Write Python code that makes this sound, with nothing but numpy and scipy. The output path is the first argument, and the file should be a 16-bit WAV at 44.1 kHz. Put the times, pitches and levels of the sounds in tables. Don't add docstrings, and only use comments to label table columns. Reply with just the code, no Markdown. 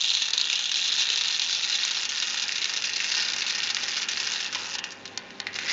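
import sys
import numpy as np
from scipy import signal
from scipy.fft import rfft, irfft
from scipy.io import wavfile
from scipy.ndimage import uniform_filter1d, minimum_filter1d

SR = 44100
rng = np.random.default_rng(int(sys.argv[2]) if len(sys.argv) > 2 else 0)


def unload_audio(sound):
    columns = np.transpose(np.atleast_2d(sound))
    steps = np.round(np.clip(columns, -1, 1) * 32767)
    wavfile.write(sys.argv[1], SR, steps.astype(np.int16))


N = 252340
TAPS = 4096
HZ = np.fft.rfftfreq(TAPS, 1 / SR)
TIME = np.arange(N) / SR

# frequency in Hz, relative level in dB.
AIR_SPECTRUM = [(20, -17.5), (60, -6.5), (130, -2), (200, 5.5), (300, 6), (620, 1.5), (880, 2.5),
                (1250, -3), (2500, 0.5), (4500, -13.5), (7200, -20.5), (10000, -27)]
# frequency in Hz, rms level in dB before the background gain.
HUM_TONES = [(60, -84), (100, -65.5), (102.3, -63.5), (175, -65), (199.2, -60), (244, -61), (393, -56.5),
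             (490, -62), (543.7, -58.5), (802, -59.5), (1055, -58)]
# time in seconds, gain in dB.
BACKGROUND_GAIN = [(0, -8), (1.7, -5.5), (2.8, -1), (4.3, 0.5), (5.1, 2.5), (5.72, 4.5)]
# time in seconds, level in dB.
FIRST_WIND = [(0.0, -21.5), (0.2, -27.5), (0.35, -31.5), (0.52, -27.5), (0.68, -28.5), (0.86, -25.5),
              (1.01, -24.5), (1.1, -28), (1.75, -28.5), (2.3, -30), (2.6, -33), (2.88, -33), (3.06, -29.5),
              (3.19, -25.5), (3.36, -37), (3.5, -30), (3.8, -32), (3.97, -30.5), (4.1, -33.5), (4.24, -30),
              (4.42, -31), (4.51, -29), (4.56, -35), (4.62, -34), (4.74, -34.5), (4.98, -52.5)]
SECOND_WIND = [(5.535, -33), (5.543, -47), (5.7, -24.5)]
# time in seconds, strength in dB, chatter share from 0 to 1.
PAWL_SNAPS = [(0.0236, -7, 0.2), (0.0534, -2.5, 0.3), (0.0615, 0.5, 0), (0.0777, -1, 0.28),
              (0.103, 3.5, 0.45), (0.1142, 0, 0.2), (0.1345, 2, 0.79), (0.1508, 8.5, 0.1),
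              (0.1707, 3.5, 0.2), (0.221, 7, 0.2), (0.257, 0, 0.3), (0.2852, 3, 0.03), (0.3067, 3, 0.07),
              (0.335, 11, 0.12), (0.342, 3, 0.15), (0.3792, 9, 0), (0.3996, 2.5, 0.2), (0.4137, 8.5, 0.0),
              (0.4265, -4, 0.1), (0.4427, -2, 0), (0.4542, -3, 0.4), (0.4999, 5, 0.14),
              (0.5299, 10.5, 0.11), (0.5555, 3.5, 0.5), (0.5928, 2.5, 0.2), (0.6417, -1.5, 0.05),
              (0.657, 0, 0.52), (0.695, 0.5, 0.34), (0.717, 6.5, 0.3), (0.7429, 4.5, 0.1), (0.7583, 3, 0.2),
              (0.7699, 2.5, 0.43), (0.8432, 2, 0.54), (0.8567, 0, 0.84), (0.879, 2.5, 0.46),
              (0.9193, 0, 0.93), (0.979, 1.5, 0.75), (0.988, 0, 0.24), (0.9936, 1.5, 0.9),
              (1.0067, 4.5, 0.36), (1.0219, 5, 0.34), (1.0382, -6, 0.45), (1.0893, 0.5, 0.2),
              (1.1023, 9, 0.1), (1.119, -1, 0.7), (1.1303, 0.5, 0.7), (1.1594, 4.5, 0.1), (1.1753, 4, 0.5),
              (1.2112, 4.5, 0.1), (1.2376, 0, 0.1), (1.247, -0.5, 0.48), (1.2567, 0, 0.13),
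              (1.281, 1.5, 0.94), (1.308, -0.5, 0.8), (1.3258, -1, 0.6), (1.3451, 0, 0.85),
              (1.3964, 4, 0.09), (1.419, 4.5, 0.4), (1.4391, -1.5, 0.26), (1.4965, 0.5, 0),
              (1.5063, -0.5, 0.86), (1.5284, 3.5, 0.6), (1.55, 4, 0), (1.5945, -8, 0.35), (1.6303, 0, 0.8),
              (1.6444, 0, 0.79), (1.6853, -3.5, 0.83), (1.6987, 2.5, 0.4), (1.7256, 1, 0.75),
              (1.7443, 1, 0.4), (1.753, 3, 0.7), (1.8332, 0.5, 0.6), (1.8513, 4.5, 0.04), (1.8784, 0, 0.57),
              (1.9099, 1, 0.51), (1.948, -2, 0.63), (1.9693, -0.5, 0.95), (2.0326, 0, 0.2),
              (2.0523, 1.5, 0.6), (2.092, 1.5, 0.66), (2.1813, -1.5, 0.6), (2.2009, 1.5, 0.06),
              (2.224, 2, 0.66), (2.272, -1.5, 0.46), (2.3, -2.5, 0.9), (2.3335, -5, 0.4),
              (2.3433, -2, 0.38), (2.3726, 0, 0.97), (2.398, -0.5, 0.39), (2.421, 2, 1), (2.4376, 0, 0.4),
              (2.4816, 0, 0.44), (2.493, -0.5, 0), (2.5223, 1, 0.2), (2.5571, 0.5, 0.76), (2.5825, 0, 0.22),
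              (2.6166, 0, 0.7), (2.6266, -1.5, 0.4), (2.644, 4, 0.1), (2.6563, 1.5, 0.16),
              (2.6953, 0, 0.54), (2.7377, 1.5, 0.24), (2.7639, 0, 0.75), (2.7739, 1.5, 0.3),
              (2.823, -0.5, 0.04), (2.841, 1.5, 0.7), (2.8517, 1, 0.8), (2.872, -1.5, 0.4),
              (2.8944, -1, 0.4), (2.9343, 1.5, 0.23), (2.9603, 1, 0.9), (2.9684, 1, 0), (3.0028, 1.5, 0.7),
              (3.044, 1.5, 0.08), (3.0901, -5.5, 0.8), (3.1175, 3.5, 0.9), (3.1499, 1.5, 0.7),
              (3.1766, 0.5, 0.98), (3.202, -1.5, 0.8), (3.2245, -0.5, 0.7), (3.2502, -1.5, 0.8),
              (3.283, 0, 0.97), (3.3016, 0.5, 0.3), (3.3216, -2, 0.02), (3.3349, 1, 0.7),
              (3.3641, 0.5, 0.1), (3.3836, 0, 0.5), (3.3979, -2, 0), (3.4082, 0, 0.12), (3.4207, 2, 0.5),
              (3.4655, 0, 0.66), (3.48, 0, 0.49), (3.4977, 1.5, 0.63), (3.5073, -1, 0), (3.5499, 0, 0.8),
              (3.5823, -0.5, 0.7), (3.6036, -1.5, 0), (3.6323, 2, 0.7), (3.6439, -7, 0.69),
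              (3.6724, -0.5, 0.4), (3.7015, 3, 0.71), (3.7472, 5, 0), (3.7684, 2, 0.26), (3.8334, 1.5, 0.8),
              (3.8826, 2, 0.4), (3.918, -5, 0.15), (3.9675, 1.5, 0.5), (3.9798, -1, 0.5), (4.0168, -0.5, 1),
              (4.0304, -1, 0.5), (4.087, 3, 0.75), (4.096, -5, 0.5), (4.113, -1, 0.8), (4.1337, -2.5, 0),
              (4.1732, 0, 0.5), (4.2013, 2, 0.45), (4.2723, 2, 0.4), (4.3196, 0.5, 0.11), (4.331, 0, 0.67),
              (4.358, -3, 1), (4.4049, -0.5, 0.42), (4.5274, -3, 0.7), (4.549, 1.5, 0.62),
              (4.739, -3.5, 0.66), (4.752, -0.5, 0.4), (4.7853, -2, 0.8), (4.841, -1.5, 0.2),
              (4.907, -12.5, 0.2), (4.92, -9.5, 0.42), (5.0558, -6.5, 0.17), (5.078, -13.5, 0.2),
              (5.306, -15, 0.1), (5.4692, -5, 0.08), (5.5428, -7.5, 0.2), (5.5553, -4.5, 0.3),
              (5.561, -3.5, 0.5), (5.5884, -0.5, 0.15), (5.6803, -4, 0.53), (5.6936, -1, 0.93),
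              (5.7076, -0.5, 0.8)]
# frequency in Hz, relative gain in dB.
SHELL_TONE = [(60, -52), (200, -23.5), (450, -24), (700, -21.5), (1100, -16.5), (1500, -9), (2000, -8),
              (2400, -3), (3150, -2.5), (3800, -0.5), (4450, -2.5), (5300, 0.5), (6500, 0.5), (7500, -8.5)]
# centre in Hz, width in Hz, boost in dB.
SHELL_MODES = [(865, 270, 7.5), (1424, 210, 2.5), (1843, 164, 7.5), (2184, 99, 4.5), (2445, 78, 4),
               (2771, 234, 8), (3586, 450, 4), (4168, 430, 5.5), (4790, 300, 6.5), (5265, 250, 4),
               (5880, 430, 2.5)]
# centre in Hz, width in Hz.
SHELL_RINGS = [(3707, 1390), (2087, 280), (1470, 2100)]
# time in seconds, then bright, hollow, low and treble gain in dB.
GRIP_TONE = [(0, 10, -4.5, -3.5, -5), (0.899, 8, -3.5, -1.5, -4.5), (1.5, 6.5, -1, 1, -0.5),
             (2.1, 2.5, -2, 2.5, -1.5), (3.2, 1.5, 0, 6, 2.5), (4.35, 0.5, -1, 6, 0),
             (4.56, 2.5, -4, 7.5, -1.5), (4.8, -1.5, -6, 3, -2), (5.06, 4.5, -1, 5, -2), (5.47, 6, 2, 6, 2),
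             (5.58, 2, 5.5, 9.5, 0.5), (5.7, 2.5, 16.5, 11, 5)]
# time in seconds, depth of the dip in dB.
WHEEL_STALLS = [(.322, -13), (.705, -9), (2.07, -10), (2.463, -4.5), (2.914, -3.5), (3.729, -7.5),
                (4.069, -9), (4.5, -13), (4.769, -20), (4.818, -21)]
# start in seconds, tap level in dB, centre in Hz, width in Hz, body ring level in dB.
HAND_KNOCKS = [(.342, -13.5, 426.4, 480, -20), (0.938, -27, 79.6, 160, -40), (1.102, -12.5, 503, 606, -21),
               (2.93, -36, 69.96, 80, -44), (3.832, -14.5, 520, 596, -7), (4.5578, -5, 880, 700, -5),
               (5.1754, 5, 4900, 3800, -3.5), (5.4015, 4, 3830, 4440, -6), (5.469, 2, 2060, 950, -14)]
# frequency in Hz, relative level in dB, seconds to fall 60 dB.
BODY_MODES = [(807, -5.5, .07), (1015, -7, 0.077), (1472, -2, .07), (1810, -4.5, 0.094),
              (2080, -0.5, 0.055), (2400, 1, 0.053)]
# frequency in Hz, seconds to fall 60 dB.
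ROOM_DECAY = [(200, 0.81), (1500, 1), (4000, 0.12), (8000, 0.0067)]
# frequency in Hz, gain in dB.
TREBLE_ROLLOFF = [(6500, -6), (7200, -7), (7600, -17.5), (8000, -44), (8300, -32.5), (8650, -28.5),
                  (9100, -45), (9600, -63.5)]


def amp(db):
    return 10 ** (np.asarray(db) / 20)


def unit_rms(x):
    return x / np.sqrt(np.mean(x ** 2) + 1e-20)


def unit_energy(x):
    return x / (np.linalg.norm(x) + 1e-20)


def at_hz(points, hz):
    freqs, values = np.transpose(points)
    return np.interp(np.log(hz + 1), np.log(freqs + 1), values)


def add(mix, start_s, sound):
    part = mix[max(round(start_s * SR), 0):][:len(sound)]
    part += sound[:len(part)]


def bell(hz, width, order=2):
    return 1 / (1 + (2 * (HZ - hz) / width) ** order)


def minimum_phase(db):
    cepstrum = irfft(np.log(amp(db)))
    cepstrum[1:TAPS // 2] *= 2
    cepstrum[TAPS // 2 + 1:] = 0
    return irfft(np.exp(rfft(cepstrum)))


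def through(x, response):
    return signal.oaconvolve(x, response)[:N]


def impacts(shape, per_s, spread_db):
    sizes = amp(spread_db * rng.standard_normal(shape)) * rng.choice([-1, 1], shape)
    return sizes * (rng.random(shape) < per_s / SR)


def room_tone(air_db=-45, waver=0.098):
    air_gain = amp(at_hz(AIR_SPECTRUM, np.fft.rfftfreq(N, 1 / SR)))
    air = unit_rms(irfft(rfft(rng.standard_normal(N)) * air_gain, N))
    knots, hum = np.linspace(0, N / SR, num=30), np.zeros(N)
    for hz, db in HUM_TONES:
        drift = waver * np.interp(TIME, knots, rng.standard_normal(len(knots)))
        phase = 2 * np.pi * (hz * TIME + rng.random()) + drift
        hum += amp(db) * np.sqrt(2) * (1 + drift) * np.sin(phase)
    gain = amp(np.interp(TIME, *np.transpose(BACKGROUND_GAIN)))
    return gain * (amp(air_db) * air + hum)


def effort_db(s, pause_s=(5.1, 5.52), rest_db=-52):
    pause = [(edge, rest_db) for edge in pause_s]
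    return np.interp(s, *np.transpose([*FIRST_WIND, *pause, *SECOND_WIND]))


def strike_spots(blows, colour_db, path_s=0.00033):
    t = np.arange(blows.shape[-1]) / SR
    hz = np.fft.rfftfreq(len(t), 1 / SR)
    paths = rng.standard_normal(blows.shape) * np.exp(-t / path_s) * (t > 0)
    ripple = np.sqrt(2) * rfft(paths) / np.linalg.norm(paths, axis=-1, keepdims=True)
    spectra = rfft(blows) * amp(colour_db * ripple)
    audible = amp(at_hz(SHELL_TONE, hz) + at_hz(TREBLE_ROLLOFF, hz)) ** 2
    loudness = np.sqrt(np.average(abs(spectra) ** 2, axis=-1, weights=audible)) + 1e-20
    makeup = np.linalg.norm(blows, axis=-1) / loudness
    return irfft(spectra * makeup[:, None], len(t))


def pellet_rattle(level_db=-1.5, clump_s=0.0022, uneven_db=2.1, rub_db=-13):
    gaps_s = rng.uniform(.004, .008, size=1300)
    sizes = amp(uneven_db * np.clip(rng.standard_normal(len(gaps_s)), -2, 1))
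    t, tumble = np.arange(TAPS // 4) / SR, np.zeros(N)
    clumps = impacts((len(gaps_s), len(t)), per_s=12000, spread_db=2.0) * np.exp(-t / clump_s)
    clumps = strike_spots(np.array([unit_energy(clump) for clump in clumps]), colour_db=3.0)
    for s, size, clump in zip(np.cumsum(gaps_s), sizes, clumps):
        add(tumble, s, size * clump)
    rub = amp(rub_db) * rng.standard_normal(N)
    return amp(level_db + effort_db(TIME)) * (unit_rms(tumble) + rub)


def pawl_clicks(rows, snap_db, chatter_db, chatter_s, rise_s, scrape_db=-11, echo_db=-11):
    scrape_s, skid_s, echo_s = 0.0013, 0.00033, 0.0041
    t, out = (np.arange(TAPS // 3) - TAPS // 12) / SR, np.zeros(N)
    after = np.maximum(t, 0)
    scrapes, skids, chatters, echoes = impacts((4, len(rows), len(t)), per_s=10000, spread_db=2.5)
    scrapes *= np.exp(-abs(t) / scrape_s) * (t < 0)
    skids *= np.exp(-after / skid_s) * (t > 0)
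    chatters *= np.exp(-after / chatter_s) * (1 - np.exp(-after / rise_s))
    echoes *= np.exp(-after / echo_s) * (t > .001)
    blows = []
    for (_, _, share), scrape, skid, chatter, echo in zip(rows, scrapes, skids, chatters, echoes):
        hardness = np.clip(1 - share, .01, 1) ** 0.44
        blow = amp(scrape_db) * unit_energy(scrape)
        blow += amp(snap_db) * hardness * unit_energy((t == 0) + unit_energy(skid))
        blow += amp(chatter_db) * np.sqrt(1 - hardness ** 2) * unit_energy(chatter)
        blows.append(blow + amp(echo_db) * unit_energy(echo))
    for (s, db, _), blow in zip(rows, strike_spots(np.array(blows), colour_db=2.0)):
        add(out, s + t[0], amp(db) * blow)
    return out


def ratchet_teeth(count=520, gap_s=.0135, jitter=.2, over_effort_db=20, spread_db=0.5):
    times = np.cumsum(gap_s * (1 + jitter * rng.uniform(-1, 1, count)))
    uneven_db = spread_db * np.clip(rng.standard_normal(count), -2, 1)
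    strength_db = effort_db(times) + over_effort_db + uneven_db
    chatter_share = np.clip(0.53 + 0.21 * rng.standard_normal(count), 0, 1)
    to_snap_s = abs(times[:, None] - np.array(PAWL_SNAPS)[:, 0]).min(axis=1)
    sounding = (to_snap_s > gap_s / 2) & (times < N / SR)
    rows = np.column_stack([times, strength_db, chatter_share])[sounding]
    return pawl_clicks(rows, snap_db=-4.5, chatter_db=2.5, chatter_s=0.0015, rise_s=0.0013)


def hollow_shell(blows, step_s=.08, mode_wander=0.25, ring_wander=0.14):
    times, *grip_curves = np.transpose(GRIP_TONE)
    treble, out = bell(hz=4900, width=2700), np.zeros(N)
    ring_orders = (4, 2, 2)
    for s in np.arange(0, N / SR + step_s, step_s):
        *ring_db, treble_db = [np.interp(s, times, curve) for curve in grip_curves]
        colour_db = at_hz(SHELL_TONE, HZ) + treble_db * treble
        for hz, width, db in SHELL_MODES:
            colour_db += db * bell(hz + mode_wander * width * rng.uniform(-0.89, 1), width)
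        for db, (hz, width), order in zip(ring_db, SHELL_RINGS, ring_orders):
            colour_db += db * bell(hz + ring_wander * width * rng.uniform(-1, 1), width, order)
        loudness = np.sqrt(np.mean(amp(colour_db + at_hz(TREBLE_ROLLOFF, HZ)) ** 2))
        near = abs(TIME - s) < step_s
        grain = blows[near] * (1 - abs(TIME[near] - s) / step_s)
        add(out, TIME[near][0], signal.fftconvolve(grain, minimum_phase(colour_db) / loudness))
    return out


def wheel_catches(depth_db=-2.5, lead_s=0.013, width_s=0.0026):
    stuck = np.zeros(N)
    before_s = np.arange(TAPS // 2)[::-1] / SR
    dip = np.exp(-((before_s - lead_s) / width_s) ** 2)
    for s, _, _ in PAWL_SNAPS:
        add(stuck, s - before_s[0], dip)
    return amp(depth_db * np.minimum(stuck, 1))


def room_reverb(x, tail_db=-11, predelay_s=.012):
    t = np.arange(SR // 2) / SR
    reflections = impacts(len(t), per_s=2500, spread_db=2.5) * (t > predelay_s)
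    hz, age_s, spectra = signal.stft(reflections, SR, nperseg=256)
    decay = amp(-60 * age_s / at_hz(ROOM_DECAY, hz)[:, None])
    tail = signal.istft(spectra * decay, SR, nperseg=256)[1][:len(t)]
    return x + through(x, amp(tail_db) * unit_energy(tail))


def wheel_stalls(width_s=0.021):
    return amp(sum(db * np.exp(-((TIME - s) / width_s) ** 2) for s, db in WHEEL_STALLS))


def hand_knocks(echo_db=-2, echo_s=0.0029, low_cut_ratio=0.25):
    t, out = np.arange(TAPS) / SR, np.zeros(N)
    body = unit_energy(sum(amp(db - 60 * t / t60) * np.cos(2 * np.pi * (hz * t + rng.random()))
                           for hz, db, t60 in BODY_MODES))
    for s, db, hz, width, ring_db in HAND_KNOCKS:
        echoes = impacts(TAPS, per_s=8000, spread_db=1.5) * np.exp(-t / echo_s) * (t > .0007)
        hit = (t == 0) + amp(echo_db) * unit_energy(echoes)
        low_cut = HZ ** 2 / (HZ ** 2 + (low_cut_ratio * hz) ** 2) + 1e-3
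        band_db = 20 * np.log10(bell(hz, width) * low_cut)
        tap = signal.fftconvolve(hit, minimum_phase(band_db))[:TAPS]
        add(out, s, amp(db) * unit_energy(tap) + amp(ring_db) * body)
    return out


def scene():
    bed = room_tone()
    snaps = pawl_clicks(PAWL_SNAPS, snap_db=-3, chatter_db=0, chatter_s=0.0056, rise_s=0.0034)
    winding = (pellet_rattle() + ratchet_teeth()) * wheel_catches() * wheel_stalls()
    magazine = hollow_shell(snaps + winding) + hand_knocks()
    return (room_reverb(magazine) + bed)[None]


def record(dry, limit_db=-7, squeeze=0.75, recovery_db_per_s=400, cutoff_hz=9500):
    dull = through(dry[0], minimum_phase(at_hz(TREBLE_ROLLOFF, HZ)))
    over_db = np.maximum(20 * np.log10(abs(dull) + 1e-9) - limit_db, 0)
    release_db = recovery_db_per_s * TIME
    held_db = np.maximum.accumulate(over_db + release_db) - release_db
    gain_db = uniform_filter1d(minimum_filter1d(-squeeze * held_db, size=41), size=41)
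    high_cut = signal.firwin(511, cutoff_hz, window=("kaiser", 9), fs=SR)
    return signal.oaconvolve(dull * amp(gain_db), high_cut, "same")[None]


dry = scene()
out = record(dry)
unload_audio(out)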